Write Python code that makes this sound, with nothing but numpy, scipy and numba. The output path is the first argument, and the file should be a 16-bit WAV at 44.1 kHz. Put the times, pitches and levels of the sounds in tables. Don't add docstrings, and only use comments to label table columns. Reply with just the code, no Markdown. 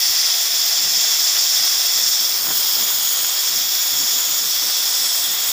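import sys
import numpy as np
from scipy import signal
from scipy.fft import rfft, irfft, next_fast_len
from scipy.io import wavfile
from numba import njit

SR = 44100
rng = np.random.default_rng(int(sys.argv[2]) if len(sys.argv) > 2 else 0)


def waveform_to_disk(signal):
    frames = np.transpose(np.atleast_2d(signal))
    scaled = np.clip(frames, -1, 1) * 32767
    samples = np.round(scaled).astype(np.int16)
    wavfile.write(sys.argv[1], SR, samples)


N = 243412


def from_db(db):
    return 10 ** (np.asarray(db) / 20)


def rms_one(x):
    return x / np.sqrt(np.mean(x ** 2) + 1e-20)


def noise():
    return rng.standard_normal(N)


def in_time(rows):
    start_s, *columns = np.transpose(rows)
    return [np.interp(np.arange(N) / SR, start_s, column) for column in columns]


def swell(middle_s, length_s):
    return np.exp(-2 * ((np.arange(N) / SR - middle_s) / length_s) ** 2)


def drift(rate_hz):
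    step = 40
    r = np.exp(-2 * np.pi * rate_hz * step / SR)
    slow = signal.lfilter([1], [1, -2 * r, r * r], rng.standard_normal(N // step + 2002))
    slow = slow[2000:]
    return np.interp(np.arange(N) / step, np.arange(len(slow)), rms_one(slow))


def coloured(x, spectrum):
    pitch_hz, level_db = np.transpose(spectrum)
    size = next_fast_len(N)
    bins_hz = np.maximum(np.arange(size // 2 + 1) * SR / size, 1)
    gain = from_db(np.interp(np.log(bins_hz), np.log(pitch_hz), level_db))
    return rms_one(irfft(rfft(x, size) * gain, size)[:N])


def grains(per_s, spread_db):
    sizes = from_db(spread_db * np.minimum(rng.exponential(1, N), 5)) * rng.choice([-1, 1], N)
    return rms_one(sizes * (rng.random(N) < per_s / SR))


@njit
def resonate(x, hz, r):
    y = np.zeros(len(x))
    for i in range(2, len(x)):
        drive = (1 - r * r) / 2 * (x[i] - x[i - 2])
        y[i] = drive + 2 * r * np.cos(2 * np.pi * hz[i] / SR) * y[i - 1] - r * r * y[i - 2]
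    return y


def blown(hz, width_hz):
    centre = hz * np.ones(N)
    r = np.exp(-np.pi * width_hz / SR)
    once = resonate(noise(), centre, r)
    return rms_one(resonate(once, centre, r))


def air_modes(modes, stretch=1, lead_db=0):
    gains = [from_db(db + (lead_db if k == 0 else 0)) for k, (hz, width_hz, db) in enumerate(modes)]
    total = sum(gain * blown(hz * stretch, width_hz) for gain, (hz, width_hz, db) in zip(gains, modes))
    return total / np.sqrt(sum(gain ** 2 for gain in gains))


def flame():
    # pitch_hz, relative level_db
    flutter_spectrum = [(20, -21), (45, -18), (75, -3), (110, -1), (160, -1), (280, 3.5), (450, -4.5),
                        (800, -10), (2000, -25)]
    # middle_s, length_s, level_db, boom against flutter_db
    puffs = [(.105, 0.031, -47, 7), (.56, 0.16, -55.5, 3), (0.875, 0.1, -46, 3), (.97, 0.063, -50, 6),
             (1.37, .08, -55.5, -1), (1.615, .06, -48, 7), (1.996, 0.17, -54, -6), (2.216, 0.091, -54, -7),
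             (2.495, 0.25, -50, 0), (2.81, .08, -45, -2), (2.96, .12, -51.5, 8), (3.223, 0.054, -51, 1),
             (3.56, 0.08, -45.5, 2), (3.656, .08, -52, 4), (3.944, .06, -49, 5), (4.02, 0.054, -48, -7),
             (4.17, 0.084, -51.5, -7), (4.32, 0.058, -49, 2), (4.444, 0.054, -50, 6),
             (4.65, 0.055, -49, -3), (5.043, .05, -50, -1), (5.27, 0.089, -50.5, -3),
             (5.503, 0.081, -51, 4)]
    start_db, growth_db_per_s, boom_below_hz = -66.5, 1.57, 187
    faint = from_db(start_db + growth_db_per_s * np.arange(N) / SR + 3.5 * drift(10))
    billow = coloured(noise(), flutter_spectrum)
    out = 0
    for side, sign in (("low", 1), ("high", -1)):
        power = faint ** 2
        for middle_s, length_s, level_db, boom_db in puffs:
            power = power + (from_db(level_db + sign * boom_db / 2) * swell(middle_s, length_s)) ** 2
        split = signal.butter(3, boom_below_hz, side, fs=SR, output="sos")
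        out = out + np.sqrt(power) * signal.sosfilt(split, billow)
    return from_db(2.0 + 1.0 * drift(25)) * out


def spits(decay_s, low_hz, high_hz):
    # start_s, level_db of the burst ahead of the band filter
    spit_times = [(0.241, -28), (1.333, -30), (1.986, -19), (2.468, -15), (2.491, -29), (2.502, -25),
                  (2.512, -16), (2.788, -25), (2.868, -19), (3.245, -16)]
    t, burst = np.arange(N) / SR, np.zeros(N)
    for start_s, level_db in spit_times:
        burst += from_db(level_db) * (t >= start_s) * np.exp(-np.abs(t - start_s) / decay_s)
    band = signal.butter(2, [low_hz, high_hz], "band", fs=SR, output="sos")
    return signal.sosfilt(band, burst * noise())


def sputter():
    # pitch_hz, relative level_db
    sputter_spectrum = [(50, -25), (120, -9), (210, 1.5), (380, -7), (800, -4), (1600, -8), (2400, -18),
                        (5000, -35)]
    clear_s, build_s, release_s, level_db = 2.518, 0.039, 0.011, -31
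    t = np.arange(N) / SR - clear_s
    envelope = np.exp(np.minimum(t / build_s, -t / release_s))
    gas = coloured(noise() + grains(per_s=1100, spread_db=4.5), sputter_spectrum)
    return from_db(level_db) * envelope * gas


def spray(level_db):
    # start_s, pitch_hz, relative share_db
    singing_pitch = [(0, 8840, -5), (2.1, 8720, 0), (2.6, 8280, -3), (3.3, 8100, -1), (3.7, 8600, -3),
                     (4.15, 8550, -7), (4.45, 7950, -2), (5.52, 7860, 2.5)]
    # pitch_hz, relative level_db
    sizzle_spectrum = [(5500, -24), (7500, 0.5), (8800, 5), (10000, 6.5), (11200, -1), (13000, -7),
                       (16000, -25)]
    pitch_hz, share_db = in_time(singing_pitch)
    sparks = from_db(-4) * grains(per_s=5300, spread_db=4.5)
    sizzle = coloured(noise() + sparks, sizzle_spectrum)
    singing = from_db(share_db - 2) * blown(pitch_hz, width_hz=540)
    return from_db(level_db - 1.34 + 1.43 * drift(13)) * (sizzle + singing)


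def nozzle(level_db):
    # pitch_hz, relative level_db
    hiss_spectrum = [(8000, -37), (10500, -9), (11700, -9), (12200, -4.5), (13000, -4), (13500, -5),
                     (14300, 1.5), (14900, 1), (15400, -3), (16000, -4)]
    # pitch_hz, width_hz of a single pass, relative level_db
    tip_modes = [(12480, 500, -12), (15380, 750, 0)]
    # start_s, pitch_ratio
    tip_bend = [(0, 1.0), (1.6, 0.94), (2.3, 1.04), (3.0, 0.99), (4.1, 1.035), (4.8, 0.95)]
    bend, = in_time(tip_bend)
    hiss = from_db(0.92 * drift(45)) * coloured(noise(), hiss_spectrum)
    tip = sum(from_db(db) * blown(hz * ratio, width_hz)
              for (hz, width_hz, db), ratio in zip(tip_modes, (bend, 1)))
    ringing_db = -4.5 + 0.95 * (level_db - np.mean(level_db)) + 1.3 * drift(45)
    return from_db(level_db + 0.67 * drift(45)) * (hiss + from_db(ringing_db) * tip)


def roar(level_db):
    # start_s, relative hollow_db, relative splash_db on the beam
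    underside = [(0, -1, -26), (.8, -3.5, -19), (1.5, -3.5, -19), (2.2, -5, -10.5), (2.55, -16, -8),
                 (2.85, -12, -6), (3.25, -9, -8), (3.7, -4.5, -13), (4.1, -8, -8), (4.7, -7, -10),
                 (5.52, -6, -9)]
    # pitch_hz, width_hz of a single pass, relative level_db
    hollow_modes = [(688, 55, -4.5), (790, 74, -6.5), (1125, 50, -10), (1327, 42, -9.5), (1535, 80, -9),
                    (1950, 420, 3.5), (2350, 320, -2.5), (2647, 270, 1.5)]
    # pitch_hz, relative level_db
    roar_spectrum = [(60, -43), (200, -29), (350, -7), (520, -6.5), (700, -3), (1100, -0.5), (1700, 0.5),
                     (2900, 0), (4000, 2.5), (6000, 3.5), (8000, -10), (11000, -7), (16000, -7)]
    splash_spectrum = [(100, -30), (250, -8.5), (500, -2.5), (750, -0.5), (1100, 2), (1500, 0.5),
                       (2200, -15), (4000, -26)]
    hollow_db, splash_db = in_time(underside)
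    droplets = from_db(-8.0) * grains(per_s=3000, spread_db=2.5)
    mixing = from_db(5.5) * coloured(noise() + droplets, roar_spectrum)
    hollow = from_db(hollow_db) * air_modes(hollow_modes)
    splash = from_db(splash_db) * coloured(noise() + grains(per_s=1500, spread_db=4.0), splash_spectrum)
    return (mixing + hollow + splash) * from_db(level_db + 0.81 * drift(24))


def kerf(low_db, main_db, high_db):
    # start_s, main resonance pitch_hz ahead of the wobble
    kerf_pitch = [(0, 5250), (1.0, 5270), (2.15, 5340), (2.45, 5140), (2.8, 5220), (3.2, 5100), (3.6, 5340),
                  (4.2, 5290), (5.0, 5290)]
    # pitch_hz, width_hz of a single pass, relative level_db
    low_modes = [(3389, 415, -0.5), (3710, 250, -10), (4060, 420, -11)]
    main_modes = [(4610, 810, -9.5), (4954, 590, -5), (5340, 374, -2.5), (5727, 630, -5.5),
                  (6320, 280, -12)]
    high_modes = [(6820, 550, 1), (7153, 780, 2)]
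    pitch_hz, = in_time(kerf_pitch)
    stretch = pitch_hz / kerf_pitch[0][1] * (1 + 0.0036 * drift(22))
    low_flicker_db, main_flicker_db, high_flicker_db = 0.65 * drift(25), 0.83 * drift(33), 1.1 * drift(32)
    overblow_db = np.mean(main_db) - main_db + high_db - np.mean(high_db)
    low = from_db(low_db + low_flicker_db) * air_modes(low_modes, stretch)
    main = from_db(main_db + 0.45 + main_flicker_db) * air_modes(main_modes, stretch)
    high_ring = air_modes(high_modes, stretch ** 0.33, lead_db=overblow_db)
    high = from_db(high_db + 0.6 + high_flicker_db) * high_ring
    return low + main + high


def off_the_plate(x, width_hz):
    # start_s, pitch_hz, depth (0-1)
    notch = [(0, 11400, 0.3), (1.0, 10700, 0.2), (2.2, 10100, 0.37), (3.0, 10600, 0.27), (3.4, 9790, 0.4),
             (3.55, 9300, 0.66), (4.25, 9200, 0.37), (4.42, 10300, 0.1), (4.65, 11410, 0.44),
             (5.52, 11400, 0)]
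    pitch_hz, depth = in_time(notch)
    return x - np.clip(depth, 0, 1) * resonate(x, pitch_hz, np.exp(-np.pi * width_hz / SR))


def scene():
    # start_s, level_db
    roar_levels = [(0, -35.5), (.24, -33.5), (.5, -34.5), (.92, -34.5), (1.12, -33), (1.7, -33.5),
                   (2.27, -34.5), (2.85, -34), (3.7, -34.5), (5.52, -34.5)]
    main_levels = [(0, -18.5), (.22, -18), (.38, -22), (.6, -19.5), (1.1, -19.5), (1.72, -19),
                   (1.85, -20.3), (2.2, -19.5), (2.48, -26), (2.68, -22), (3.1, -26), (3.57, -22),
                   (3.85, -24), (4.1, -22), (4.27, -25.5), (4.6, -21.5), (5.07, -22), (5.25, -25.5)]
    high_levels = [(0, -28), (.5, -28), (1.0, -25.5), (1.5, -25.5), (1.63, -27.5), (2.1, -26), (2.36, -32),
                   (2.5, -26.5), (2.62, -29), (2.85, -25.5), (3.15, -25), (3.6, -27.5), (4.12, -24.5),
                   (4.35, -25), (4.5, -29.5), (4.72, -30.5), (4.93, -26.5), (5.12, -28)]
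    hiss_levels = [(0, -22), (.1, -23), (.25, -26), (.45, -24), (1.05, -24.5), (2.28, -23.5), (2.48, -22),
                   (2.7, -22), (3.07, -21.5), (3.3, -23.5), (3.85, -22.8), (4.75, -24), (5.52, -23.5)]
    spray_levels = [(0, -31.5), (.75, -33.5), (2.0, -32.5), (2.45, -33), (3.08, -30.5), (3.7, -31.5),
                    (4.8, -31.5), (5.08, -28.5), (5.22, -32)]
    roar_db, = in_time(roar_levels)
    main_db, = in_time(main_levels)
    high_db, = in_time(high_levels)
    hiss_db, = in_time(hiss_levels)
    spray_db, = in_time(spray_levels)
    clog_db = 5 * swell(middle_s=2.43, length_s=0.18)
    low_db = -28 + 0.96 * (roar_db - np.mean(roar_db)) - clog_db
    jet = roar(roar_db) + kerf(low_db, main_db, high_db) + nozzle(hiss_db) + spray(spray_db)
    surge = from_db(0.25 * drift(21))
    slag = sputter() + from_db(3.0) * spits(decay_s=0.0023, low_hz=447, high_hz=2400)
    torch = surge * off_the_plate(jet, width_hz=1840) + flame() + slag
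    return np.array([torch, torch])


def record(dry):
    top_cut = signal.ellip(14, .1, 90, 15500, fs=SR, output="sos")
    return signal.sosfilt(top_cut, dry)


dry = scene()
out = record(dry)
waveform_to_disk(out)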